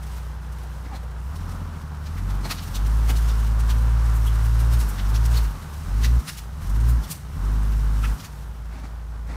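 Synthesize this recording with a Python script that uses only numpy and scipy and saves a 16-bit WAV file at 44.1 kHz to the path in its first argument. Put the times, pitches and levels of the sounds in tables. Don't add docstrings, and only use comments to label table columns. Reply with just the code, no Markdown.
import sys
import numpy as np
from scipy import signal
from scipy.fft import rfft, irfft, next_fast_len
from scipy.io import wavfile
from scipy.ndimage import uniform_filter1d

SR = 44100
rng = np.random.default_rng(int(sys.argv[2]) if len(sys.argv) > 2 else 0)


def persist_wave(psi):
    counts = np.round(np.clip(psi, -1, 1) * 32767).astype(np.int16)
    wavfile.write(sys.argv[1], SR, np.atleast_2d(counts).T)


N = 412754
T = np.arange(N) / SR

IDLE_HZ = 30.07
# (pedal down [s], rise time [s], speed aimed for [Hz], pedal held [s],
# fall time [s], speed it drops towards [Hz])
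THROTTLE_SURGES = [(1.214, .125, 43.5, .363, .202, 36.4), (2.03, .151, 48.4, .344, .161, 40.6),
                   (2.638, .18, 55.1, 2.144, .112, 45.4), (4.927, .203, 57.7, .411, .254, 33.1),
                   (5.704, .262, 61.3, .468, .108, 27.2), (6.413, .298, 60.8, .505, .197, 27),
                   (7.224, .158, 51.9, .892, .109, 27.9)]
# (time [s], change of engine speed [Hz])
LOG_DRAG = [(3.26, 0), (3.48, -1.24), (3.93, 1.5), (4.34, -0.44), (4.76, 2.5), (5.0, 0)]
# (time [s], firing tone [dB], pipe [dB], clatter [dB])
PASSING_LEVELS = [(0, -32, -40.5, -46.5), (1.2, -31, -41.5, -47), (2.3, -31.5, -40.5, -47.5),
                  (3.2, -37, -41, -46), (4.2, -31, -42.5, -46), (5.3, -31, -41.5, -46),
                  (6.3, -34, -41.5, -49), (6.9, -31.5, -40.5, -49), (7.9, -34, -39.5, -48.5),
                  (8.5, -33.5, -42, -48.5), (9.35, -30, -41.5, -48.5)]
# (multiple of the four-stroke cycle, relative level [dB])
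UNEVEN_FIRING = [(5, -6.5), (7, -28), (8, 5), (9, 1.5), (10, -4), (11, -0.5), (12, 6.5), (13, 2), (14, -7),
                 (15, 3), (17, -2), (18, -1), (19, -4), (20, -1), (21, -4), (24, -2), (27, -0.5)]
# (pitch [Hz], width [Hz], relative level [dB])
PIPE_RESONANCES = [(94, 19, 3.5), (147, 12.4, 4.5), (204, 30, -12), (252.2, 9.5, -9.5), (373, 160, -19),
                   (451.5, 60, -22)]
# (frequency [Hz], relative level per Hz [dB])
GAS_COLOUR = [(65, 8.5), (85, -8), (110, 5.0), (150, -1.5), (185, -1.5),
              (240, -14.0), (310, -16.5), (900, -44), (5000, -77)]
# (frequency [Hz], relative level per Hz [dB])
CLATTER_COLOUR = [(150, -2.5), (310, -5.5), (390, -2.5), (520, -4), (660, -4.5), (850, -1), (1080, 0.5),
                  (1250, -0.5), (1520, -2), (1720, -6), (2300, -14), (3500, -17), (7000, -26.5),
                  (15000, -67)]
# (multiple of the four-stroke cycle, relative level at top speed [dB])
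GEAR_WHINE_TONES = [(27, -16.5), (51, -15.5), (54, -14), (63, -16), (78, -26)]
# (time [s], rustle level at idle [dB])
BRUSH_LEVELS = [(0, -56.5), (.13, -49), (.38, -58.5), (.63, -54.5), (1.1, -59), (1.5, -56), (1.8, -57.5),
                (2.5, -57), (3.15, -50), (3.55, -54), (4.7, -51), (5.8, -53), (6.33, -53), (6.5, -55.5),
                (7.4, -55), (8.2, -52.5), (8.55, -59), (9.35, -59)]
# (frequency [Hz], relative level per Hz [dB])
RUSTLE_COLOUR = [(800, -5), (2000, 3.5), (2450, 0), (2950, 0.5), (3400, -3), (3900, -0.5), (4700, -2),
                 (5600, 1), (7000, -2.5), (9000, -1), (10800, -4), (12000, -3), (15500, -6)]
# (time [s], woody body level [dB], crack level [dB], splinter level [dB])
BRANCH_CRACKS = [(.174, -53, -54, -51.5), (.962, -54, -51, -54), (2.071, -56, -47.5, -56),
                 (2.184, -45, -53, -54), (2.307, -53, -48.5, -52), (2.457, -61, -46, -48),
                 (2.516, -36, -38, -36), (2.589, -46, -42.5, -61), (2.636, -52, -46, -46),
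                 (2.76, -63, -35.5, -40.5), (3.102, -38, -38.5, -37), (3.172, -62, -41.5, -44),
                 (3.3, -50, -42, -50), (3.707, -42, -37.5, -43), (4.165, -63, -61, -44.5),
                 (4.274, -55, -61, -43), (4.605, -52, -47, -43), (4.738, -58, -43, -41),
                 (4.808, -50, -43, -39), (4.897, -67, -64, -41), (4.995, -44, -40.5, -68),
                 (5.159, -48, -37.5, -44), (5.348, -48, -41.5, -48), (5.379, -54, -39, -40),
                 (6.05, -43, -32, -39.5), (6.291, -38, -34.5, -37.5), (6.384, -47, -42.5, -42),
                 (6.898, -50, -51, -41), (7.044, -57, -46, -47), (7.118, -59, -37.5, -32.5),
                 (8.049, -35.5, -47, -47.5), (8.205, -58, -45, -52), (8.253, -46, -45, -46.5)]
# (lower edge [Hz], upper edge [Hz])
BRANCH_BANDS = [(950, 2500), (2500, 6200), (6200, 17000)]
# (time [s], level [dB], half length [s])
TIMBER_KNOCKS = [(0.858, -41.5, 0.012), (0.944, -42.5, 0.033), (2.46, -32, 0.016), (2.51, -37, 0.011),
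                 (3.104, -34.5, 0.018), (8.764, -44.5, 0.051), (8.854, -43.5, 0.024), (9.304, -42, 0.021),
                 (9.35, -43, 0.028)]
# (frequency [Hz], relative level per Hz [dB])
TIMBER_COLOUR = [(100, -8.5), (280, -0.5), (400, -12), (600, -10), (800, -8), (1400, -15), (2200, -14.5),
                 (3000, -27), (4200, -23.5), (8000, -31.5), (15000, -50)]
# (time [s], pitch [Hz], width [Hz], level [dB])
RINGING_STICKS = [(.93, 790, 130, -41), (.96, 4100, 297, -50), (1.04, 510, 70.5, -46),
                  (2.457, 4270, 400, -40), (2.515, 1120, 300, -32), (2.515, 2480, 700, -33.5),
                  (2.516, 4200, 1300, -30), (4.277, 3100, 600, -40.5), (5.377, 4360, 400, -35),
                  (6.05, 1880, 350, -34.5), (8.046, 1300, 201, -33.5), (8.046, 2730, 500, -41.5)]

EFFORT_LEAD_S = 0.022
BOOM_KNEE_HZ, BOOM_KNEE_DB, BOOM_BELOW_DB_PER_HZ, BOOM_ABOVE_DB_PER_HZ = 49.9, -20.5, 2, 0.49
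CHOKE_HZ_PER_S, CHOKE_DB_PER_HZ_PER_S = 105, 0.2
HARD_PULL_HZ, FIRING_DB_PER_HZ, OVERRUN_DB_PER_HZ_PER_S = 50.4, 0.71, 0.11
PIPE_GROWTH_DB, CLATTER_GROWTH_DB, RUSTLE_GROWTH_DB = 4.5, 6.5, 5
GAS_DB, VALVES_DB = -3.5, -5
TWIGS_PER_S, TWIG_MIN_DB, TWIG_RANGE_DB, TWIG_S = 8, -0.5, 5, 0.011
SHAKE_DB, SHAKE_S = -11.5, 0.054
BUILD_UP_S = 0.014
TOP_HZ = 15500


def undb(db):
    return 10 ** (np.asarray(db) / 20)


def unit(x):
    return x / np.sqrt(np.mean(x ** 2))


def curves(table):
    times, *columns = np.transpose(table)
    return [np.interp(T, times, column) for column in columns]


def noise():
    return rng.standard_normal(N)


def walk(rate):
    step = max(int(SR / rate), 2)
    stairs = np.repeat(rng.standard_normal(N // step + 1), step)
    smooth = uniform_filter1d(uniform_filter1d(stairs, step), step)
    return unit(smooth[:N])


def colour(x, points):
    size = next_fast_len(N + 4096)
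    hz, db = np.transpose(points)
    f = np.maximum(np.arange(size // 2 + 1) * SR / size, 1)
    gain = undb(np.interp(np.log(f), np.log(hz), db))
    gain = gain * np.minimum(f / hz[0], 1) ** 2
    return unit(irfft(rfft(x, size) * gain, size)[:N])


def ring(x, modes):
    total = 0
    for hz, width, db in modes:
        b, a = signal.iirpeak(hz, hz / width, fs=SR)
        total = total + undb(db) * signal.lfilter(b, a, x)
    return unit(total)


def grains(rate, spread_db):
    sizes = undb(spread_db * np.minimum(rng.exponential(size=N), 4))
    happens = rng.random(N) < rate / SR
    return unit(happens * sizes * rng.choice([-1, 1], N))


def swell(at, width):
    out, width = np.zeros(N), max(width, 1e-3)
    near = slice(*np.searchsorted(T, [at - 10 * width, at + 10 * width]))
    out[near] = np.exp(2 - 2 * np.hypot(1, (T[near] - at) / width))
    return out


def speed():
    hz = np.full(N, float(IDLE_HZ))
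    for down, rise_s, top_hz, held_s, fall_s, rest_hz in THROTTLE_SURGES:
        for at, lag, goal in ((down, rise_s, top_hz), (down + held_s, fall_s, rest_hz)):
            hz = goal + (hz - goal) * np.exp(-np.clip((T - at) / lag, 0, 10) ** 2)
    return hz + curves(LOG_DRAG)[0]


def exhaust_levels(bank_hz, effort_hz):
    over = effort_hz - BOOM_KNEE_HZ
    run_down = np.maximum(-np.gradient(bank_hz) * SR, 0)
    boom_db = BOOM_KNEE_DB + over * np.where(over < 0, BOOM_BELOW_DB_PER_HZ, BOOM_ABOVE_DB_PER_HZ)
    choke_db = CHOKE_DB_PER_HZ_PER_S * np.maximum(run_down - CHOKE_HZ_PER_S, 0)
    pull_db = FIRING_DB_PER_HZ * np.maximum(effort_hz - HARD_PULL_HZ, 0)
    return boom_db - choke_db, pull_db - OVERRUN_DB_PER_HZ_PER_S * run_down


def exhaust(bank, boom_db, firing_db, pipe_db):
    turn = 2 * np.pi * bank
    throb = undb(-27 + 4 * walk(5)) * np.sin(turn * 4 / 3)
    boom = undb(boom_db + 0.25 * walk(30)) * (np.sin(turn) + throb)
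    firing = undb(firing_db + 1.1 * walk(35)) * np.cos(2 * turn - np.pi / 4)
    tones = 0
    for k, db in UNEVEN_FIRING:
        tones = tones + undb(db + 2 * walk(7.4)) * np.sin(k * turn / 3 + rng.uniform(0, 2 * np.pi))
    uneven = ring(tones, PIPE_RESONANCES)
    uneven = uneven / np.sqrt(uniform_filter1d(uneven ** 2, size=8000))
    puffs = unit(noise() * np.exp(-(2 * bank % 1) / 0.55))
    pipe = uneven + undb(GAS_DB) * colour(puffs, GAS_COLOUR)
    return np.sqrt(2) * (boom + firing) + undb(pipe_db) * pipe


def clatter(bank, clatter_db):
    orders = np.arange(18, 100)
    sizes = np.where(orders % 3 == 0, 1, undb(-8)) * np.exp(2j * np.pi * rng.random(len(orders)))
    cycle = irfft(np.r_[np.zeros(orders[0]), sizes], 4096)
    valves = unit(np.interp(bank / 3 % 1, np.linspace(0, 1, len(cycle)), cycle))
    valves = valves * undb(1.15 * walk(15))
    whine = 0
    for k, db in GEAR_WHINE_TONES:
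        whine = whine + np.sqrt(2) * undb(db + 3 * walk(4)) * np.sin(2 * np.pi * k * bank / 3)
    turning = np.gradient(bank)
    whine = whine * (turning / turning.max()) ** 3
    fan = noise() * (1.5 + np.exp(-(2 * bank % 1) / 0.28))
    bay = undb(VALVES_DB) * colour(valves, CLATTER_COLOUR) + whine + colour(fan, CLATTER_COLOUR)
    return undb(clatter_db + 0.78 * walk(22)) * unit(bay)


def stirring(rustle_db):
    chance = rng.random((int(TWIGS_PER_S * N / SR), 2))
    twigs = sum(undb(TWIG_MIN_DB + TWIG_RANGE_DB * size) * swell(when * T[-1], TWIG_S)
                for when, size in chance)
    shaken = sum(undb(max(bands_db) + SHAKE_DB) * swell(at, SHAKE_S) for at, *bands_db in BRANCH_CRACKS)
    return np.hypot(undb(rustle_db) * np.hypot(1, twigs), shaken)


def brush(rustle_db):
    twigs = 0
    for hz in np.geomspace(3200, 13000, 4):
        crackle = ring(grains(rate=1000, spread_db=2.8), [(hz, hz / 2, 0)])
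        twigs = twigs + undb(3.2 * walk(40)) * crackle
    leaves = noise() * undb(1.14 * walk(18))
    swish = leaves + undb(-4.5) * unit(twigs)
    return stirring(rustle_db) * colour(swish, RUSTLE_COLOUR)


def forest(x, t60=0.29, wet_db=-13, count=4):
    t, wet = T[:SR], 0
    for k in range(count):
        tail = rng.standard_normal(SR) * np.exp(-np.log(1000) * t / t60) * (1 - np.exp(-t / 0.022))
        share = np.maximum(np.cos(2 * np.pi * (T + k / count)), 0)
        wet = wet + signal.oaconvolve(x * share, tail / np.linalg.norm(tail))[:N]
    return x + undb(wet_db) * wet


def branches():
    out, size = np.zeros(N), 8192
    hz = np.maximum(np.arange(size // 2 + 1) * SR / size, 1)
    fibres = grains(rate=14000, spread_db=-2.0)
    knots = np.geomspace(500, 16000, 44)
    for at, *bands_db in BRANCH_CRACKS:
        start = max(int(at * SR) - size // 2, 0)
        span = slice(start, start + size)
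        wood_db = np.interp(hz, knots, 2 * rng.standard_normal(len(knots)))
        wood = rfft(fibres[span]) * undb(wood_db)
        for (lo, hi), db in zip(BRANCH_BANDS, bands_db):
            window = 1 / (1 + (lo / hz) ** 8) / (1 + (hz / hi) ** 8)
            out[span] += undb(db) * unit(irfft(wood * window)) * swell(at, BUILD_UP_S)[span]
    return out


def logs():
    force = sum(undb(db) * swell(at, width) for at, db, width in TIMBER_KNOCKS)
    return force * colour(grains(rate=3000, spread_db=-1.0), TIMBER_COLOUR)


def sticks(build_s=0.012):
    out = np.zeros(N)
    for at, hz, width, db in RINGING_STICKS:
        force = swell(at, build_s)
        rough = ring(noise(), [(hz, 2 * width, 0)])
        tone = ring(rough, [(hz, width, 0)]) * force
        out += undb(db) * tone * np.linalg.norm(force) / np.linalg.norm(tone)
    return out


def scene():
    bank_hz = speed()
    effort_hz = np.maximum(bank_hz + EFFORT_LEAD_S * np.gradient(bank_hz) * SR, 1)
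    octaves = np.log2(effort_hz / IDLE_HZ)
    boom_db, pull_db = exhaust_levels(bank_hz, effort_hz)
    firing_db, pipe_db, clatter_db = curves(PASSING_LEVELS)
    rustle_db = curves(BRUSH_LEVELS)[0] + RUSTLE_GROWTH_DB * octaves
    bank = np.cumsum(bank_hz * (1 + 0.003 * walk(25))) / SR
    engine = exhaust(bank, boom_db, firing_db + pull_db, pipe_db + PIPE_GROWTH_DB * octaves)
    engine = engine + clatter(bank, clatter_db + CLATTER_GROWTH_DB * octaves)
    undergrowth = brush(rustle_db) + branches() + sticks() + logs()
    return (engine + forest(undergrowth))[None]


def record(dry):
    dry = signal.sosfilt(signal.butter(1, 12, "high", fs=SR, output="sos"), dry)
    return signal.sosfilt(signal.ellip(10, 0.1, 80, TOP_HZ, fs=SR, output="sos"), dry)


dry = scene()
out = record(dry)
persist_wave(out)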